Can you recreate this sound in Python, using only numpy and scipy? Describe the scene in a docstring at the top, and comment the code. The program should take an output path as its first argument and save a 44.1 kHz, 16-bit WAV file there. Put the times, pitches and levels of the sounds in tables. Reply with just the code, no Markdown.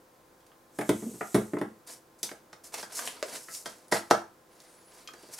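"""A wooden workbench in a small room, heard from close by, as space is cleared with a metal part in one hand.
A sleeve swishes and a tablet bumps and drags on the bench: ringing modes, bursts of contact and shaped noise.
Papery noise swells and fades under gain curves, sheets flick and pop; a pad taps, with two firm knocks on its edge.
Small metal clinks (damped sines) and thin squeaks (gliding tones) come between.
A faint steady room noise with a wavering drone lies under it."""
import sys
import numpy as np
from scipy import signal
from scipy.fft import rfft, irfft
from scipy.io import wavfile

SR = 44100
rng = np.random.default_rng(int(sys.argv[2]) if len(sys.argv) > 2 else 0)


def wav_record(signal):
    """Record a signal, one row per channel, as 16-bit PCM in the file named by sys.argv[1]."""
    frames = np.transpose(np.atleast_2d(signal))
    bounded = np.clip(frames, -1, 1)
    # unit amplitude maps onto the largest positive 16-bit level
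    quanta = np.round(bounded * 32767).astype(np.int16)
    wavfile.write(sys.argv[1], SR, quanta)


N = 238051
TIME = np.arange(N) / SR
BLOW = np.arange(SR // 2) / SR  # time since a contact, s
ATTACK = int(.03 * SR)  # opening of a blow that sets its level, samples

# Event levels in the tables stand ahead of the final balance in scene().


def from_db(db):
    """Turns decibels into an amplitude factor."""
    return 10 ** (np.asarray(db) / 20)


def rms_one(x):
    """Scales a sound to rms 1 over its whole length."""
    return x / np.sqrt(np.mean(x ** 2) + 1e-20)


def attack_one(x):
    """Scales a blow to rms 1 over its first 30 ms."""
    return x / np.sqrt(np.mean(x[..., :ATTACK] ** 2) + 1e-20)


def at_hz(points, hz):
    """Reads a table on a log-frequency axis."""
    f, value = np.transpose(points)
    return np.interp(np.log(np.maximum(hz, 1)), np.log(f), value)


def add(out, s, sound):
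    """Mixes a sound in at time s."""
    start = int(s * SR)
    out[..., start:start + sound.shape[-1]] += sound[..., :N - start]


def colour(x, spectrum):
    """Causal (minimum-phase) filter with the given spectrum, falling steeply outside it."""
    size = 4096
    hz = np.maximum(np.fft.rfftfreq(size, 1 / SR), 5)
    octaves_outside = np.abs(np.log2(hz / np.clip(hz, spectrum[0][0], spectrum[-1][0])))
    level_db = at_hz(spectrum, hz) - 18 * np.minimum(octaves_outside, 2)
    # folding the cepstrum onto positive time makes the phase minimal
    cepstrum = irfft(np.log(from_db(level_db)))
    cepstrum[1:size // 2] *= 2
    cepstrum[size // 2 + 1:] = 0
    impulse = irfft(np.exp(rfft(cepstrum)))
    return signal.fftconvolve(x, impulse)[:len(x)]


def drift(rate):
    """Slow random wander of rms 1, with new values at the given rate in Hz."""
    knots = rng.standard_normal(4096)
    return rms_one(np.interp(TIME * rate, np.arange(len(knots)), knots))


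def widen(mid, side):
    """Left and right from two unrelated sounds, with a width set for each frequency."""
    # width of diffuse sound: f/Hz, side minus mid/dB
    width = [(30, -16), (100, -5.5), (280, -18), (500, -8), (1000, -2), (4000, -7.5), (8000, -5),
             (13000, -3)]
    hz = np.fft.rfftfreq(len(side), 1 / SR)
    side = irfft(rfft(side) * from_db(at_hz(width, hz)), len(side))
    return np.array([mid + side, mid - side])


def room_response(wet_db, early_db, early_s):
    """Direct sound, dense early scatter off the clutter on the bench, and a tail that dies band by band."""
    # room decay: f/Hz, t60/s
    room_t60 = [(150, 0.42), (500, 0.27), (1200, 0.3), (4000, 0.26), (12000, 0.28)]
    edges = np.geomspace(100, 16000, 8)
    tails = np.zeros((2, len(BLOW)))
    for low, high in zip(edges, edges[1:]):
        band_filter = signal.butter(2, [low, high], "band", fs=SR, output="sos")
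        band = signal.sosfilt(band_filter, rng.standard_normal(tails.shape))
        tails += band * from_db(-60 * BLOW / at_hz(room_t60, np.sqrt(low * high)))
    early_boost = 1 + from_db(early_db) * np.exp(-BLOW / early_s)
    onset = np.clip(BLOW / 0.0021 - .5, 0, 1)  # scatter fades in after about 1 ms
    tails *= early_boost * onset
    response = from_db(wet_db) * widen(*tails) / np.sqrt(np.sum(tails[0] ** 2))
    response[:, 0] += 1
    return response


def heard(x, room):
    """A sound as it reaches left and right through the room."""
    return np.array([signal.fftconvolve(x, side)[:len(x)] for side in room])


def ring(modes, favoured_hz, focus_db):
    """Damped sines; the point of contact favours the modes near one pitch."""
    hz, level_db, t60 = np.transpose(modes)[:, :, None]
    focus = focus_db * np.log2(hz / favoured_hz) ** 2
    strength = from_db(level_db - focus + rng.standard_normal(hz.shape))
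    sign = (-1) ** (np.arange(len(hz))[:, None] // 2)
    decay = np.exp(-np.log(1000) * BLOW / t60)
    return np.sum(sign * strength * np.sin(2 * np.pi * hz * BLOW) * decay, axis=0)


def contact(length_ms, first_db, grain_db):
    """A first touch, then a dying burst of tiny collisions as the surfaces settle."""
    length = max(length_ms, .3) / 1000
    grain = from_db(grain_db * rng.standard_normal(len(BLOW)))
    burst = rng.standard_normal(len(BLOW)) * grain * np.exp(-BLOW / length)
    burst /= np.sqrt(np.sum(burst ** 2))
    burst[0] += from_db(first_db) / np.sqrt(max(length_ms, 1))
    return burst


def gestures(rows):
    """Each row swells, holds and dies away by 20 dB per release time; one gain curve per level column."""
    gains = 0
    for start_s, attack_s, hold_s, release_s, *levels_db in rows:
        rise = np.clip((TIME - start_s) / attack_s, 0, 1)
        fall = np.clip((TIME - start_s - attack_s - hold_s) / release_s, 0, 10)
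        gains = gains + from_db(levels_db)[:, None] * rise * from_db(-20 * fall)
    return gains


def friction(gain, spectrum, grain_db, catch_db):
    """Surfaces catch and let go: noise of dense uneven slips, coming in clumps."""
    clumps = from_db(grain_db * drift(600) + catch_db * drift(70))
    slips = rng.standard_normal(N) * clumps
    return gain * rms_one(colour(slips, spectrum))


def room_noise():
    """Dull steady noise with a few wavering tones in it."""
    # colour of the noise: f/Hz, level/dB
    ambience = [(15, -66), (25, -3), (37, -18.5), (144, -12.5), (371, -9.5), (513, -10.5), (1510, -18.5),
                (1870, -22.5), (2730, -28), (4820, -28), (15800, -31.5)]
    # faint wavering drone of the room: f/Hz, level/dB
    drone_tones = [(328, -72.5), (511, -70.5), (1044, -75.5)]
    noise = widen(*[colour(rng.standard_normal(N), ambience) for side in range(2)])
    drone = np.zeros(N)
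    for tone_hz, level_db in drone_tones:
        hz = tone_hz + 7.25 * drift(44)  # waver in Hz
        drone += from_db(level_db) * rms_one(np.sin(2 * np.pi * np.cumsum(hz) / SR))
    return from_db(-60.5) * rms_one(noise) + drone


def squeaks():
    """As the grip slips, stick and slip locks into a thin, unsteady tone for a moment."""
    # faint squeaks: t/s, length/s, start f/Hz, end f/Hz, level/dB
    squeak_rows = [(4.5, .08, 10000, 9750, -71), (4.65, .12, 9250, 9250, -66),
                   (4.74, .09, 10300, 10500, -68), (4.84, .08, 10200, 10850, -64),
                   (5.03, .1, 11700, 12000, -68), (5.14, .17, 4700, 4700, -67)]
    out = np.zeros(N)
    for s, length_s, start_hz, end_hz, level_db in squeak_rows:
        size = int(length_s * SR)
        glide_hz = np.linspace(start_hz, end_hz, size)
        hz = glide_hz * (1 + 0.013 * drift(550)[:size])
        tone = np.sin(2 * np.pi * np.cumsum(hz) / SR)
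        add(out, s, from_db(level_db) * rms_one(signal.windows.tukey(size) * tone))
    return out


def sleeve_swish():
    """Cloth brushing past in one long reach: bright friction noise."""
    # the reach: start t/s, attack/s, hold/s, release/s, level/dB
    reach = [(0.705, 0.18, .5, 0.27, -50.5)]
    # colour of the cloth: f/Hz, level/dB
    swish = [(2500, -10.5), (4500, -11), (6200, -2), (8300, 1.5), (10500, -4.5), (13000, -4.5),
             (15000, -29)]
    gain, = gestures(reach)
    return friction(gain, swish, grain_db=-0.8, catch_db=0.55)


def papery_noise():
    """Swells of clumpy noise, papery in sound: a bright hiss and a lower rasp, each with its own level."""
    # swells, two of them starting just ahead of the pad's firm knocks:
    # start t/s, attack/s, hold/s, release/s, hiss level/dB, rasp level/dB
    swells = [(1.863, 0.013, 0.053, 0.071, -47, -52), (2.182, 0.01, 0.013, 0.044, -57.5, -71),
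              (2.232, 0.0091, 0.018, 0.081, -41.5, -51.5), (2.634, 0.01, .008, 0.067, -44.5, -55),
              (2.718, 0.025, 0.0091, 0.047, -42.5, -44), (2.765, 0.017, 0.015, 0.084, -41, -44),
              (2.89, 0.016, 0.017, 0.046, -57, -54.5), (2.918, 0.04, 0.018, 0.13, -37.5, -46.5),
              (3.0, 0.057, 0.018, 0.2, -46, -44.5), (3.23, 0.11, 0.021, 0.063, -42.5, -42.5),
              (3.36, 0.056, .025, 0.19, -51, -65), (3.47, 0.079, 0.031, 0.081, -41.5, -59.5),
              (3.648, 0.0076, .012, 0.21, -50.5, -51), (3.913, 0.0063, 0.0084, 0.1, -34, -31.5),
              (4.101, 0.0053, 0.003, 0.013, -34.5, -31), (4.45, .22, .02, 0.64, -63.5, -60.5),
              (4.86, 0.11, 0.04, .1, -60, -59.5), (5.08, 0.14, 0.086, .1, -62, -59.5),
              (5.31, 0.028, .015, 0.058, -46, -56.5), (5.375, 0.01, .015, .05, -44, -53.5)]
    # colours: f/Hz, level/dB
    hiss_colour = [(2200, -11.5), (3300, -15), (5000, 0), (7000, 1), (9500, 2), (12000, -2.5), (15000, -18)]
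    rasp_colour = [(130, -11.5), (330, 0.5), (550, 3), (1050, 0.5), (1800, -1.5), (3100, -6.5), (4500, -4)]
    hiss_gain, rasp_gain = gestures(swells)
    hiss = friction(hiss_gain, hiss_colour, grain_db=2.0, catch_db=1.84)
    rasp = friction(rasp_gain, rasp_colour, grain_db=1.5, catch_db=2.0)
    return hiss + rasp


def clinks(room):
    """Light touches on metal, damped by the fingers: a brief scuff and a short ring."""
    # the part touching things: t/s, level/dB, favoured f/Hz
    touches = [(0.405, -70, 4200), (0.518, -63, 1320), (5.0752, -46, 3350), (5.087, -50, 1150)]
    # ringing of the metal part: f/Hz, level/dB, t60/s
    metal_modes = [(1244, 0, .06), (1580, -7, .04), (2150, -9, .025), (2466, -2, .04), (3246, 2, .035),
                   (3924, -7, .045), (4818, -7, .06), (6605, -3, .04), (7278, -1, .05)]
    out = np.zeros((2, N))
    for s, level_db, favoured_hz in touches:
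        metal = attack_one(heard(ring(metal_modes, favoured_hz, focus_db=9.5), room))
        scuff_colour = [(favoured_hz / 2, -10), (favoured_hz, 0), (favoured_hz * 2, -5)]
        touch = contact(length_ms=3.3, first_db=1.0, grain_db=-0.5)
        scuff = attack_one(heard(colour(touch, scuff_colour), room))
        add(out, s, from_db(level_db) * (metal + scuff) / np.sqrt(2))
    return out


def paper_snaps(room):
    """A sheet buckles and flicks: the fold crackles and the free paper flaps."""
    # buckles: t/s, flap level/dB, crackle level/dB, decay time/ms
    buckles = [(0.465, -66, -64, 3.1), (0.895, -37.5, -52, 3), (1.586, -52, -54, 5.6),
               (2.23, -59, -30, 5.3), (2.291, -46, -62, 2.8), (2.741, -39.5, -37.5, 6),
               (2.991, -37, -41, 4.3), (3.075, -36.5, -38.5, 2.1), (3.5476, -62, -41, 5.4),
               (3.883, -71, -59, 0.58), (4.603, -71, -56.5, 0.5), (4.619, -76, -62, 1.2),
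               (5.1355, -57, -56.5, 3.9), (5.385, -49.5, -47.5, 6.3)]
    # colours: f/Hz, level/dB
    flap_colour = [(200, -18), (400, -9), (900, 3), (1600, 1), (3000, -1), (4500, -20.5)]
    crackle_colour = [(2000, -14), (3300, -7), (4400, -1), (6200, 1), (10000, -2), (12000, -7),
                      (14000, -14), (15500, -20)]
    out = np.zeros((2, N))
    for s, flap_db, crackle_db, length_ms in buckles:
        buckle = contact(length_ms, first_db=-4.0, grain_db=4.0)
        flap = attack_one(heard(colour(buckle, flap_colour), room))
        crackle = attack_one(heard(colour(buckle, crackle_colour), room))
        add(out, s, from_db(flap_db) * flap + from_db(crackle_db) * crackle)
    return out


def paper_pop(room):
    """The bent stack pops through; a cushion of air between the sheets gives the snap its hollow pitch."""
    # the pop: t/s, level/dB, decay time/ms
    s, level_db, length_ms = (3.2275, -32, 1.4)
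    # its hollow colour: f/Hz, level/dB
    hollow = [(230, -24), (340, -7), (425, -0.5), (520, -6), (640, 3), (760, -14), (1500, -15),
              (3000, -22.5), (7000, -23), (12000, -37.5)]
    out = np.zeros((2, N))
    burst = contact(length_ms, first_db=10.0, grain_db=-3.0)
    add(out, s, from_db(level_db) * attack_one(heard(colour(burst, hollow), room)))
    return out


def tablet_drags():
    """The tablet's edge drags and judders on the bench after a bump: low, grainy friction."""
    # drags: start t/s, attack/s, hold/s, release/s, level/dB
    drag_rows = [(0.92, 0.016, .004, 0.096, -36.5), (1.025, 0.037, 0.009, .11, -36.5),
                 (1.62, 0.039, .006, 0.085, -43)]
    # colour of the rumble: f/Hz, level/dB
    rumble = [(110, -22), (180, -21), (220, 4), (255, -7), (345, -18), (450, -13), (600, -27)]
    gain, = gestures(drag_rows)
    return friction(gain, rumble, grain_db=3.0, catch_db=1.5)


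def knocks(rows, modes, clack_colour, tick_colour, room, near_room, focus_db, first_db, press):
    """Each blow bends the bench, rings the object's low modes, and rattles its dense upper ones."""
    # bending of the bench top: f/Hz, level/dB, t60/s
    bench_modes = [(77, -18, 0.38), (104.7, -12.5, 0.39), (130.2, -3, 0.2), (173.7, -8, 0.3),
                   (196, -1, 0.23), (215.6, 0, 0.3)]
    out = np.zeros((2, N))
    for s, knock_db, clack_db, tick_db, length_ms, favoured_hz in rows:
        # the bench takes a share of each knock: 4.5 dB more per doubling of the contact length
        thump_db = knock_db - 10.5 + 4.5 * np.log2(length_ms / 4.07)
        push = 1 - np.exp(-BLOW * 1000 / (press * length_ms))  # longer contacts press in more slowly
        thump = attack_one(push * ring(bench_modes, favoured_hz, focus_db=0.4))
        knock = attack_one(heard(push * ring(modes, favoured_hz, focus_db), near_room))
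        rattle = push * contact(length_ms, first_db, grain_db=1.5)
        clack = attack_one(heard(colour(rattle, clack_colour), room))
        touch = contact(length_ms, first_db, grain_db=-3.5)
        tick = attack_one(heard(colour(touch, tick_colour), room))
        low = from_db(thump_db) * thump + from_db(knock_db) * knock
        high = from_db(clack_db) * clack + from_db(tick_db) * tick
        add(out, s, low + high)
    return out


def tablet_bumps(room, near_room):
    """The tablet bumps down on the bench, its modes focused round the pitch of each contact."""
    # bumps: t/s, knock level/dB, clack level/dB, contact tick level/dB, contact length/ms, favoured f/Hz
    bumps = [(0.7875, -32, -36.5, -46, 5.2, 373), (0.811, -38, -38, -48.5, 6.5, 604),
             (0.8918, -21, -32.5, -36, 4.6, 310), (1.02, -42.5, -52, -66, 16, 260),
             (1.138, -47, -62.5, -72, 17, 301), (1.2085, -40.5, -34, -71, 7.2, 517),
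             (1.3445, -20.5, -31, -35.5, 12, 387), (1.376, -28, -50, -68, 3.1, 380),
             (1.534, -29.5, -44, -60.5, 6, 310), (1.568, -35, -41.5, -67, 4.9, 400),
             (1.6135, -30, -37.5, -54, 5.1, 326)]
    # the tablet lying on the bench: f/Hz, level/dB, t60/s
    modes = [(301.4, -2.5, 0.17), (334.8, 1.5, 0.13), (361, -13.5, 0.2), (409.4, -5.5, 0.16),
             (442, -4.5, 0.12), (515, -14, 0.2), (624.5, -7.5, 0.15), (662, -9, 0.12), (753, -15, 0.18),
             (870, -11, 0.23)]
    # colours: f/Hz, level/dB
    clack_colour = [(400, -7), (650, 1), (900, 3), (1150, -2.5), (1400, -2), (2000, -6), (2600, -17),
                    (3600, -31)]
    tick_colour = [(2000, -14), (3200, -2), (5500, -6), (7500, -4), (9600, 2), (11500, -4), (15000, -15)]
    return knocks(bumps, modes, clack_colour, tick_colour, room, near_room,
                  focus_db=6.5, first_db=-14.0, press=0.18)


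def pad_taps(room, near_room):
    """The pad taps the bench on its edge, with a sharp first touch and many modes ringing."""
    # taps: t/s, knock level/dB, clack level/dB, contact tick level/dB, contact length/ms, favoured f/Hz
    taps = [(2.231, -47, -53, -69, 4.7, 260), (2.3145, -46, -48.5, -58, 2.6, 260),
            (2.5295, -58, -52.5, -55, 4.7, 400), (2.828, -52.5, -44, -46, 6.6, 700),
            (3.485, -54.5, -48.5, -64, 3, 900), (3.6585, -47.5, -41.5, -42.5, 5.2, 275),
            (3.9235, -26, -25.5, -34.5, 3.2, 530), (4.1101, -21, -19.5, -30, 1.95, 490),
            (5.137, -55.5, -56, -63, 2.5, 218), (5.233, -55, -76, -63, 4, 220),
            (5.288, -58, -71, -72, 4, 260)]
    # the pad standing on the bench: f/Hz, level/dB, t60/s
    modes = [(296, -9, .13), (339, 5, .17), (425, -10, .15), (458, -2, .15), (510, -4, .16), (598, -6, .17),
             (660, -1, .15), (808, -5, .18), (858, -3, .12), (1000, -7, .12), (1224, -5, .22),
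             (1322, -4, .28), (1510, -5, .21), (1600, -6, .21), (1710, -7, .18), (1930, -5, .16),
             (2256, -13, .14)]
    # colours: f/Hz, level/dB
    clack_colour = [(400, -18), (640, 1), (850, 0), (1100, -3), (1350, 1), (1900, -3), (2450, -14),
                    (3600, -21)]
    tick_colour = [(2000, -12), (3300, -3), (4100, 1), (4900, 2), (6400, -3), (9000, -7), (12000, -14),
                   (15000, -25)]
    return knocks(taps, modes, clack_colour, tick_colour, room, near_room,
                  focus_db=2.0, first_db=-1.0, press=.12)


def scene():
    """Knocks, paper, metal and sleeve in the room, balanced over its steady noise."""
    room = room_response(wet_db=-3.5, early_db=6.0, early_s=0.0041)
    near_room = room_response(wet_db=-11.0, early_db=-3.5, early_s=0.0094)
    pop_room = room_response(wet_db=-4.5, early_db=7.0, early_s=0.011)
    soft_room = room_response(wet_db=-6.5, early_db=16.0, early_s=0.0063)

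    soft = heard(papery_noise() + sleeve_swish() + squeaks(), soft_room)
    paper = from_db(-2.5) * paper_snaps(room) + paper_pop(pop_room)
    tablet = tablet_bumps(room, near_room) + tablet_drags()
    pad = from_db([[-.4], [.2]]) * pad_taps(room, near_room)  # left and right trim, dB
    handling = from_db(-2.0) * soft + clinks(room) + paper + tablet + pad
    # small objects radiate almost no deep bass
    bass_cut = signal.butter(3, 81, "high", fs=SR, output="sos")
    handling = signal.sosfilt(bass_cut, handling)
    return handling * from_db([[-.2], [.2]]) + room_noise()


def record(dry):
    """The top is cut steeply above 15.9 kHz."""
    top_cut = signal.ellip(10, .2, 80, 15900, fs=SR, output="sos")
    return signal.sosfilt(top_cut, dry)


dry = scene()
out = record(dry)
wav_record(out)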